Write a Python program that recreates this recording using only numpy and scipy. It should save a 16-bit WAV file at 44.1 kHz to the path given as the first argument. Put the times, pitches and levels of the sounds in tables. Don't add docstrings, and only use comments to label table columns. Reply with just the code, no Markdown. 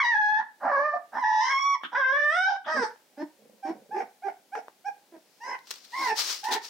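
import sys
import numpy as np
from scipy import signal
from scipy.fft import rfft, irfft, next_fast_len
from scipy.io import wavfile
from scipy.ndimage import uniform_filter1d

SR = 44100
rng = np.random.default_rng(int(sys.argv[2]) if len(sys.argv) > 2 else 0)


def unload_wav(signal):
    wavfile.write(
        sys.argv[1],
        SR,
        np.round(np.clip(np.atleast_2d(signal).T, -1, 1) * 32767).astype(np.int16),
    )


N = 295029
TIME = np.arange(N) / SR
BAND_LIMIT_HZ = 15900

# f/Hz, gain/dB
ROOM_TONE_EQ = [(18, -42.5), (30, -20.5), (95, -23), (189, -6), (584, -5), (844, -7.5), (1190, -15.5),
                (1590, -13.5), (1960, -13.5), (4780, -16), (14000, -20.5), (16000, -18.5)]
# f/Hz, t60/s
REVERB_TIMES = [(200, 0.17), (800, 0.27), (2000, 0.27), (6000, 0.24), (14000, 0.022)]
# left delay/s, right delay/s, level/dB
REFLECTIONS = [(.0031, 0.0049, -17.5), (.0083, 0.005, -4), (0.0141, .015, -0.5)]
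# f/Hz, side gain/dB
DIFFUSE_WIDTH = [(100, -9), (330, 1), (750, -8), (1600, -5.5), (14000, -5)]
# f/Hz, side gain/dB
MIC_WIDTH = [(60, 1.5), (150, -1.5), (320, -9), (600, -6.5), (1000, 2)]
# f/Hz, left minus right/dB
MIC_BALANCE = [(200, -2.5), (1300, -2.5), (2600, 0), (4400, 7.5), (6300, 5.5), (9000, 0.5), (14000, -0.5)]

# peak t/s, level/dB, rise/s, decay/s, scrape f/Hz
STROKES = [ (5.55, -67, 0.3, .1, 5410), (5.73, -51, 0.056, 0.098, 5400),
           (5.853, -51.5, 0.015, 0.0092, 4100), (6.09, -40, 0.13, 0.029, 4400),
           (6.204, -27, 0.033, 0.041, 5240), (6.313, -31, 0.061, 0.048, 5300),
           (6.536, -25.5, 0.019, 0.017, 3700), (6.653, -42.5, 0.027, 0.05, 5060), ]
# t/s, level/dB, decay/s
SHARP_TICKS = [(4.683, -58, 0.001), (5.59, -53, 0.0028), (5.671, -51, 0.014), (5.707, -32.5, 0.0066),
               (5.711, -29.5, 0.0036), (5.739, -41, 0.0037), (5.758, -44.5, 0.0037), (6.44, -39, 0.033),
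               (6.487, -44, 0.0076)]
# f/Hz, gain/dB
CLOTH_EQ = [(50, -60), (120, -36), (220, -19.5), (400, -9), (700, -8), (1200, -2), (2200, -3), (4100, 2),
            (5700, 0), (8100, -7), (11000, -14), (16000, -11.5)]
# t/s, level/dB, decay/s
SMACKS = [(1.8145, -44, 0.0035), (1.835, -23, 0.002), (1.851, -27, 0.0011), (2.563, -30, 0.0028),
          (2.96, -53, 0.0031), (4.553, -30.5, 0.0042), (4.683, -31.5, 0.00075)]
# f/Hz, gain/dB
SMACK_EQ = [(50, -44), (150, -23.5), (300, -8.5), (620, 4), (1400, 6.5), (2400, -7), (3300, -16.5),
            (5000, -24.5), (14000, -37)]
# t/s, length/s, level/dB
GRUMBLES = [(3.367, 0.32, -58), (3.678, 0.22, -48.5), (3.844, 0.31, -53)]
# f/Hz, gain/dB
GRUMBLE_EQ = [(100, -29), (160, -11), (220, 4), (340, -9), (520, 9), (680, -9), (820, -15), (1200, -29.5),
              (4000, -64)]
# t/s, length/s, level/dB
GASPS = [(1.826, 0.046, -29.5), (2.637, 0.086, -42)]
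# f/Hz, gain/dB
GASP_EQ = [(50, -56), (150, -25), (300, -1), (600, -49.5), (950, -8), (1430, 3), (2000, -10), (2500, -14.5),
           (3300, -1.5), (4200, -24), (6000, -40.5), (14000, -56)]

# t/s, length/s, first f/Hz, last f/Hz, level/dB, roughness/0-1, overtone gain/dB
GRUNTS = [ (2.736, 0.07, 229, 266.4, -35, 0.38, -5), (2.798, 0.042, 489, 460.3, -27, 0.33, 0),
          (3.172, 0.06, 278.3, 315, -33, 0.1, -5), (3.645, 0.066, 299.3, 328, -32, 0.12, -5),
          (3.937, 0.05, 350, 409, -35, 0.14, -5), (3.981, 0.053, 439, 485.6, -39, 0.4, -3),
          (4.242, 0.044, 394.8, 397.2, -38, 0.15, -3.5), (4.552, 0.038, 403.5, 490, -40, 0.33, 1),
          (4.879, 0.021, 500, 470, -52.5, 0.26, 0), (5.117, 0.055, 332.6, 313.5, -48, 0.28, -2.5),
          (5.45, .1, 398, 471.4, -54.5, 0.63, 1), (5.982, 0.054, 324, 316, -47.5, 0.23, 0),
          (6.064, 0.072, 460.2, 430, -36, 0.07, 0), (6.475, 0.062, 381.8, 419, -43.5, 0.54, 1),
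          (6.546, 0.037, 427, 407, -38, 0.25, -1), ]
# f/Hz, gain/dB
GRUNT_EQ = [(50, -59), (130, -32), (220, -0.5), (320, 0.5), (450, 6), (620, -5), (920, -6.5), (1200, -25.5),
            (1700, -14.5), (2400, -30.5), (3000, -37), (5400, -37.5), (8000, -64), (14000, -70)]
# t/s, length/s, top f/Hz, rise/s, sag/share of pitch, level/dB, swell/dB, mouth/dB,
# mouth change/dB, nasal ring/dB, first roughness/0-1, last roughness/0-1, subharmonics/0-1,
# break-up/share of length, whistle/dB, whistle f/Hz, whistle peak/share of length
SQUEAKS = [ (3.158, 0.078, 880, .06, 0, -50, 6, -11, 0, -33, 0.29, 0.58, .4, .5, -11.5, 4950, .6),
           (3.622, .11, 791.5, 0.009, 0.03, -37, -7.5, -15.5, -2, -30, 0.11, 0.4, 0.3, .47, -23.5, 5500, .45),
           (3.902, 0.13, 861.7, 0.03, 0.11, -33, 8, -13, 2, -35, 0.15, 0.69, 0.6, 0.36, -28, 5400, 0.61),
           (4.216, 0.093, 813.6, 0.03, 0.12, -34, 11.5, -14, -4, -37, 0.17, 0.72, 0.05, 0.66, -33, 5730, 0.47),
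           (4.515, 0.086, 858.4, 0.056, 0.3, -35.5, 2, -11.5, -9, -29, 0.04, 0.65, 0.03, 0.49, -27, 5600, 0.58),
           (4.838, 0.061, 825, 0.042, 0.1, -33.5, 15.5, -11, -3, -37, 0.08, 0.2, 0.1, 0.86, -24, 5550, 0.49),
           (5.398, 0.164, 1030, 0.085, 0.01, -39.5, 10, -3.5, 2.5, -27, 0.15, 0.36, 0.6, 0.29, -11, 5370, .45),
           (5.917, .22, 1083, 0.079, 0.2, -31.5, 16, -3, -5, -25, 0.21, 0.36, .8, 0.67, -13, 5400, .52),
           (6.426, 0.15, 969, 0.078, 0, -31, 3.5, -8.5, 7.5, -23, 0.27, 0.73, 0.7, 0.44, -26, 5400, 0.32), ]
# f/Hz, gain/dB
SQUEAK_EQ = [(50, -82), (150, -27), (250, 5), (500, -4.5), (820, 14), (1200, -12), (1700, -1.5),
             (2400, -12.5), (2900, -12), (4300, -19), (5200, -14), (6100, -26), (7000, -35), (9000, -27),
             (13000, -60)]
# f/Hz, gain/dB
CHOP_EQ = [(150, -60), (330, -26), (500, -7), (800, 0), (1200, -12), (1700, -2), (2400, -4), (3000, -14),
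           (5400, -8)]
# f/Hz, gain/dB
NASAL_HISS_EQ = [(1500, -59), (2600, -7), (3300, -10), (4000, -1), (4900, 4), (5700, 0.5), (6400, -5.5),
                 (7200, -22), (9000, -39), (13000, -57)]

# t/s, pitch f/Hz, level/dB, mouth resonance over that level/dB
CRY_CONTOURS = [
    [(0.0, 1157, -15, 14.5), (0.026, 1032, -32.5, 8.5), (0.052, 953, -18.5, -3.5), (0.09, 965, -26, 4.5),
     (0.16, 842, -26.5, 7.5), (0.292, 842, -23, -0.5), (0.36, 850, -29, 6.5), (0.39, 902, -24.5, -5),
     (0.435, 831, -48.5, 0)],
    [(0.598, 545.3, -60.5, -4.5), (0.638, 582.8, -34.5, -14), (0.692, 623.4, -27.5, -4),
     (0.704, 579, -28.5, -7), (0.77, 543, -19, -5), (0.86, 607.7, -27.5, -7), (0.944, 584.7, -35.5, -3),
     (0.958, 605.5, -29, -15), (0.985, 614, -53.5, -9.5)],
    [(1.118, 844, -58, -9.5), (1.145, 927, -40, -6.5), (1.184, 1087, -34, -6), (1.212, 1030, -41, -18),
     (1.246, 902, -22.5, -1.5), (1.288, 926, -24, -6), (1.398, 918, -19.5, -8), (1.465, 1024, -25, -5),
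     (1.505, 1077, -28.5, 3), (1.624, 1124, -24.5, -11.5), (1.735, 1120, -24.5, -5),
     (1.764, 912, -34.5, -10.5)],
    [(1.918, 456, -41, -1.5), (1.936, 476, -38, -13), (1.962, 494.6, -30.5, 9), (1.988, 557, -31.5, -0.5),
     (2.05, 512.5, -30, 11), (2.112, 533.8, -26.5, 2.5), (2.174, 585.7, -30.5, 10),
     (2.298, 596.6, -29, 6.5), (2.37, 724.4, -27, 4), (2.478, 774.3, -26.5, 8), (2.5, 762, -27.5, -4.5),
     (2.54, 750.5, -35.5, -1), (2.585, 770, -40.5, 3)],
    [(2.657, 594, -42.5, -10), (2.69, 621.6, -30, -5), (2.725, 639.4, -34, -1), (2.75, 623.6, -34.5, -1.5),
     (2.78, 537, -36, 5), (2.81, 499, -39.5, 5.5), (2.835, 443, -31, -10), (2.852, 443, -41.5, -2),
     (2.885, 429.5, -48, -8)],
]
# nasal ring/dB, its growth/dB, notch f/Hz, notch half-width/Hz, treble tilt/dB,
# hiss/0-1, hoarse opening/s, unsteady opening/s, hoarse ending/s,
# peak strain t/s, extra nasal ring there/dB, sizzle there/dB
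CRY_TIMBRES = [ (-23.5, -4.5, 5390, 700, -1.5, 0.01, 0.0013, 0.093, 0.042, 0.036, 8.5, -86),
               (-35.5, 5, 3200, 330, 0, 0.98, .1, 0.16, 0.021, 0.32, 5, -127),
               (-21, 16, 4450, 810, 2, 0.03, 0.073, .12, 0.0013, 1.465, 10, -65),
               (-17.5, 3, 4250, 620, -8, 0.03, 0.023, 0.11, 0.0009, 2.346, 4, -56),
               (-19, 13, 3450, 1100, 1.5, 0.26, 0.019, 0.025, .003, 2.804, 6, -62), ]
# f/Hz, gain/dB
CRY_EQ = [(50, -78), (130, -46), (250, 1), (400, -20), (560, -5.5), (850, 8.5), (1150, -4), (1350, -1.5),
          (1700, 4.5), (2200, -17), (2650, -25), (3250, -13.5), (3900, -12.5), (4450, -22.5), (5000, -12),
          (5700, -13), (7200, -42.5), (8600, -43), (12000, -95.5)]
# f/Hz, gain/dB
SIZZLE_EQ = [(4000, -52), (6800, -10), (8400, 9.5), (9500, -6.5), (11000, -28), (15000, -29)]
# t/s, length/s, roughness/0-1, subharmonics/0-1, hiss/0-1,
# waver/share of pitch, beating from a second, slightly detuned tone/0-1
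RASPS = [ (0.704, 0.24, .04, 0.05, 0, .011, .08), (1.224, .23, 0.03, 0, 0.35, .008, .7),
         (1.432, 0.11, 0.15, 0.13, 0.45, .002, 0.16), (1.944, 0.075, .02, 0, 0.05, .012, .12),
         (2.112, 0.075, 0.01, 0, 0.25, 0.011, .1), (2.307, 0.074, 0.01, 0, .25, 0.008, .1),
         (2.472, 0.0898, 0.12, 0.09, 0.6, 0.016, 0), (2.655, 0.085, 0.13, 0.69, 0.47, 0.0011, 0),
         (2.735, 0.1, 0.05, 0.15, 0, .008, .1), (2.828, 0.045, 0.48, 0.24, 0.48, 0.0067, 0.03), ]
# t/s, length/s, first f/Hz, last f/Hz, level/dB
VOICE_BREAKS = [(0.649, 0.058, 916, 686, -24), (.928, 0.043, 686, 740, -21), (1.736, 0.021, 1026, 874, -24),
                (2.467, 0.091, 850.6, 806.5, -21.5)]


def amp(db):
    return 10 ** (np.asarray(db) / 20)


def unit(x):
    return x / np.sqrt(np.mean(x ** 2) + 1e-20)


def steady(x):
    return x / np.sqrt(np.abs(uniform_filter1d(x ** 2, size=900)) + 1e-12)


def curve_at(points, hz):
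    f, value = np.transpose(points)
    return np.interp(np.log(hz + 1), np.log(f + 1), value)


def eq(x, points):
    size = x.shape[-1]
    padded = next_fast_len(size + 1024)
    gain = amp(curve_at(points, np.fft.rfftfreq(padded, 1 / SR)))
    return irfft(rfft(x, padded) * gain, padded)[..., :size]


def wobble(size, hz):
    f = np.fft.rfftfreq(size, 1 / SR)
    return unit(irfft(rfft(rng.standard_normal(size)) / (1 + (f / hz) ** 4), size))


def envelope(t, length, attack, release):
    up, down = np.clip(t / attack, 0, 1), np.clip((length - t) / release, 0, 1)
    return np.sin(np.pi / 2 * up) ** 2 * np.sin(np.pi / 2 * down) ** 2


def until(t, end):
    return 1 / (1 + (t / max(end, 1e-3)) ** 6)


def add(mix, start, sound):
    part = mix[..., max(round(start * SR), 0):][..., :sound.shape[-1]]
    part += sound[..., :part.shape[-1]]


def track(calls):
    out = np.zeros(N)
    for start, sound in calls:
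        add(out, start, sound)
    return out


def stereo_noise(size):
    mid, side = rng.standard_normal((2, size))
    side = eq(side, DIFFUSE_WIDTH)
    return np.array([mid + side, mid - side])


def room_tone(db=-63.5):
    return amp(db) * unit(eq(stereo_noise(N), ROOM_TONE_EQ))


def room(x, early_db, tail_db):
    t = TIME[:SR // 2]
    hz, frame_s, spectra = signal.stft(stereo_noise(len(t)), SR, nperseg=256)
    decay = amp(-60 * frame_s / curve_at(REVERB_TIMES, hz)[:, None])
    tail = signal.istft(spectra * decay, SR, nperseg=256)[1][:, :len(t)]
    tail *= np.clip(t / 0.016, 0, 1)
    response = amp(tail_db) * tail / np.linalg.norm(tail[0])
    response[:, 0] += 1
    for left, right, db in REFLECTIONS:
        response[[0, 1], [round(left * SR), round(right * SR)]] += amp(db + early_db)
    return signal.fftconvolve(x, response, axes=1)[:, :N]


def bedding(grain_db=2.5, catch_db=0.8, scrape_db=5):
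    out, t = np.zeros((2, N)), TIME[:SR] - .5
    for peak_at, db, rise, decay, hz in STROKES:
        level = amp(db) * np.exp(-np.where(t < 0, (t / rise) ** 2, t / decay))
        grip = amp(grain_db * wobble(len(t), 2800) + catch_db * wobble(len(t), 62))
        rustle = eq(grip * stereo_noise(len(t)), CLOTH_EQ)
        scrape = eq(rustle, [(hz / np.sqrt(2), 0), (hz, scrape_db), (hz * np.sqrt(2), 0)])
        add(out, peak_at - .5, level * unit(scrape))
    return out


def ticks(rows, curve):
    out, t = np.zeros((2, N)), TIME[:SR // 10]
    for start, db, decay in rows:
        add(out, start, amp(db) * stereo_noise(len(t)) * np.exp(-t / decay))
    power_kept = np.mean(amp(curve_at(curve, np.linspace(0, SR / 2, num=2048))) ** 2)
    return eq(out, curve) / np.sqrt(power_kept)


def grumble(flap_hz=28, decay_cycles=0.3):
    cycles = np.cumsum(flap_hz * (1 + 0.065 * wobble(N, 8.1))) / SR
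    puffs = np.exp(-(cycles % 1) / decay_cycles) * rng.standard_normal(N)
    level = sum(amp(db) * envelope(TIME - start, length, attack=0.061, release=0.23)
                for start, length, db in GRUMBLES)
    return level * unit(eq(puffs, GRUMBLE_EQ))


def gasps():
    level = sum(amp(db) * envelope(TIME - start, length, attack=0.022, release=0.027)
                for start, length, db in GASPS)
    return level * unit(eq(stereo_noise(N), GASP_EQ))


def vocal_folds(hz, rough, sub=0, beating=0, jitter=0.1033, tremor=0.0076, flutter_db=1.9, detune=.095):
    size = len(hz)
    drift = 1 + tremor * wobble(size, 36) + jitter * rough * wobble(size, 158)
    pitch = uniform_filter1d(hz, size=400) * drift
    phase = 2 * np.pi * np.cumsum(pitch * (1 + beating * detune / 2)) / SR
    flat_phase = phase - 2 * np.pi * np.cumsum(pitch * detune) / SR
    shapes, fraying = rng.standard_normal((30, 128)), rng.standard_normal((30, 512))
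    pulses = np.zeros(size)
    for k in range(1, 30):
        flutter = np.interp(TIME[:size] * 45, np.arange(128), amp(flutter_db * shapes[k]))
        fray = .33 * k * rough * np.interp(TIME[:size] * 500, np.arange(512), fraying[k])
        lag = .35 * k ** 2
        overtone = np.cos(k * phase - lag + fray) + beating * np.cos(k * flat_phase - fray)
        pulses += flutter * overtone * (k * hz < BAND_LIMIT_HZ)
    pulses = unit(pulses) * (1 + sub * np.cos(phase / 2) + rough * wobble(size, 84))
    puffs = unit((1 + np.cos(phase)) * rng.standard_normal(size))
    breath = np.clip(rough ** 2, 0, .95)
    return np.sqrt(1 - breath ** 2) * pulses + breath * puffs


def nasal_passages(x, notch_hz, width_hz, tilt_db):
    notched = eq(x, [(notch_hz - width_hz, 0), (notch_hz, -11.5), (notch_hz + width_hz, 0)])
    return steady(eq(notched, [(3500, 0), (5200, tilt_db)]))


def vocal_tract(pulses, curve, mouth_db, nose_db, nose_shape, hiss, crossovers_hz=(1350, 2650)):
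    tone = eq(pulses, curve)
    throat, oral = (signal.sosfiltfilt(signal.butter(8, hz, fs=SR, output="sos"), tone)
                    for hz in crossovers_hz)
    ring = nasal_passages(tone - oral, *nose_shape)
    air = nasal_passages(eq(rng.standard_normal(len(tone)), NASAL_HISS_EQ), *nose_shape)
    hiss = np.clip(hiss, 0, 1)
    nasal = np.sqrt(1 - hiss ** 2) * ring + hiss * air
    return steady(throat) + amp(mouth_db) * steady(oral - throat) + amp(nose_db) * nasal


def grunt(start, length, first_hz, last_hz, db, rough, overtone_db, swell_db=12):
    t = np.arange(0, length, 1 / SR)
    level = amp(db + swell_db * (t / length - .5))
    level *= envelope(t, length, attack=0.16 * length, release=0.0073)
    tone = eq(vocal_folds(np.linspace(first_hz, last_hz, len(t)), rough), GRUNT_EQ)
    tone = eq(tone, [(first_hz / 2, -6), (first_hz, 0), (2 * first_hz, overtone_db)])
    return start, level * unit(tone)


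def nose_whistle(pitch, rough, hz, width_hz=1200):
    nostril = [(hz / 2, -60), (hz - width_hz, -20), (hz, 0), (hz + width_hz, -14), (2 * hz, -40)]
    return unit(eq(vocal_folds(pitch, .28 * rough), nostril))


def squeak(start, length, top_hz, rise, sag, db, swell_db, mouth_db, opening_db, nose_db,
           first_rough, last_rough, sub, breaks_at, whistle_db, whistle_hz, whistle_at, scoop=.19):
    t = np.arange(0, length, 1 / SR)
    progress = t / length
    rising, falling = np.clip(1 - t / rise, 0, 1), np.clip((t - rise) / (length - rise), 0, 1)
    hz = top_hz * (1 - scoop * rising ** 2 - sag * np.sin(np.pi / 2 * falling) ** 2)
    broken = 1 - until(progress, breaks_at)
    rough = first_rough + (last_rough - first_rough) * broken
    pulses = vocal_folds(hz, rough, sub * broken)
    mouth_db = mouth_db + opening_db * (progress - .5)
    voice = vocal_tract(pulses, SQUEAK_EQ, mouth_db, nose_db, nose_shape=(3300, 3300, 0), hiss=0.13)
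    whistle = nose_whistle(hz, rough, whistle_hz) * np.exp(-((progress - whistle_at) / .33) ** 2)
    level = amp(db + swell_db * (progress - .5)) * envelope(t, length, attack=0.024, release=0.014)
    return start, level * (voice + amp(whistle_db) * whistle)


def voice_break(start, length, first_hz, last_hz, db, jitter=0.034):
    t = np.arange(0, length, 1 / SR)
    hz = np.linspace(first_hz, last_hz, len(t)) * (1 + jitter * wobble(len(t), 200))
    tone = unit(np.sin(2 * np.pi * np.cumsum(hz) / SR))
    return start, amp(db) * envelope(t, length, attack=0.016, release=.025) * tone


def rasp(time):
    return sum(np.outer(amounts, envelope(time - start, length, attack=0.018, release=0.018))
               for start, length, *amounts in RASPS)


def cry(contour, nose_db, growth_db, notch_hz, notch_width_hz, tilt_db, hiss,
        hoarse_opening, unsteady, hoarse_ending, strain_at, strain_db, sizzle_db):
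    times, *columns = np.transpose(contour)
    start, length = times[0], times[-1] - times[0]
    t = np.arange(0, length, 1 / SR)
    hz, db, mouth_db = (np.interp(start + t, times, column) for column in columns)
    rasp_rough, sub, rasp_hiss, waver, beating = rasp(start + t)
    strain = np.exp(-((start + t - strain_at) / 0.087) ** 2)
    hoarse = until(t, hoarse_opening) + until(length - t, hoarse_ending)
    rough = np.clip(0.034 + 0.13 * until(t, unsteady) + .75 * hoarse + rasp_rough, 0, 1)
    ring_db = nose_db + growth_db * (t / length - .5) + strain_db * strain
    ring_db += 7 * np.log2(hz / hz.mean())
    ring_db -= 14.5 * until(length - t, 0.017)
    hz *= 1 + (0.0036 + waver) * wobble(len(t), hz=59.6)
    pulses = vocal_folds(hz, rough, sub, beating)
    nose_shape = (notch_hz, notch_width_hz, tilt_db)
    voice = amp(db) * vocal_tract(pulses, CRY_EQ, mouth_db, ring_db, nose_shape, hiss + rasp_hiss)
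    sizzle = amp(sizzle_db) * strain * unit(eq(rng.standard_normal(len(t)), SIZZLE_EQ))
    return start, envelope(t, length, attack=0.0059, release=0.0059) * (voice + sizzle)


def puppies(cry_db=4, squeak_db=-1, grunt_db=-1.5, chop_depth=0.47, chop_knee_db=-37.5):
    cries = track(cry(contour, *timbre) for contour, timbre in zip(CRY_CONTOURS, CRY_TIMBRES))
    grunts = track(grunt(*row) for row in GRUNTS)
    squeaks = track(squeak(*row) for row in SQUEAKS)
    chop = chop_depth * np.tanh(grunts / amp(chop_knee_db))
    squeaks += eq(squeaks * chop, CHOP_EQ)
    breaks = track(voice_break(*row) for row in VOICE_BREAKS)
    return amp(cry_db) * cries + amp(squeak_db) * squeaks + amp(grunt_db) * grunts + breaks


def scene(rustle_db=1):
    voices = room(puppies() + gasps() + grumble(), early_db=-4.5, tail_db=-12.0)
    rustle = amp(rustle_db) * (bedding() + ticks(SHARP_TICKS, CLOTH_EQ))
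    foley = room(rustle + ticks(SMACKS, SMACK_EQ), early_db=-15.5, tail_db=-21.5)
    return voices + foley + room_tone()


def record(dry, low_cut_hz=110, threshold_db=-25, ratio=4, recovery_db_per_s=40):
    left, right = signal.sosfilt(signal.butter(2, low_cut_hz, "high", fs=SR, output="sos"), dry)
    mid, side = (left + right) / 2, eq((left - right) / 2, MIC_WIDTH)
    mics = np.array([eq(mid + sign * side, [(hz, sign * db / 2) for hz, db in MIC_BALANCE])
                     for sign in (1, -1)])
    power_db = 10 * np.log10(np.abs(uniform_filter1d((mics ** 2).mean(0), size=500)) + 1e-12)
    fall_db = recovery_db_per_s * TIME
    peak_db = np.maximum.accumulate(power_db + fall_db) - fall_db
    over_db = uniform_filter1d(np.maximum(peak_db - threshold_db, 0), size=200)
    compressed = mics / amp((1 - 1 / ratio) * over_db)
    high_cut = signal.firwin(511, BAND_LIMIT_HZ, window=("kaiser", 9), fs=SR)
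    return signal.oaconvolve(compressed, high_cut[None], "same", axes=1)


dry = scene()
out = record(dry)
unload_wav(out)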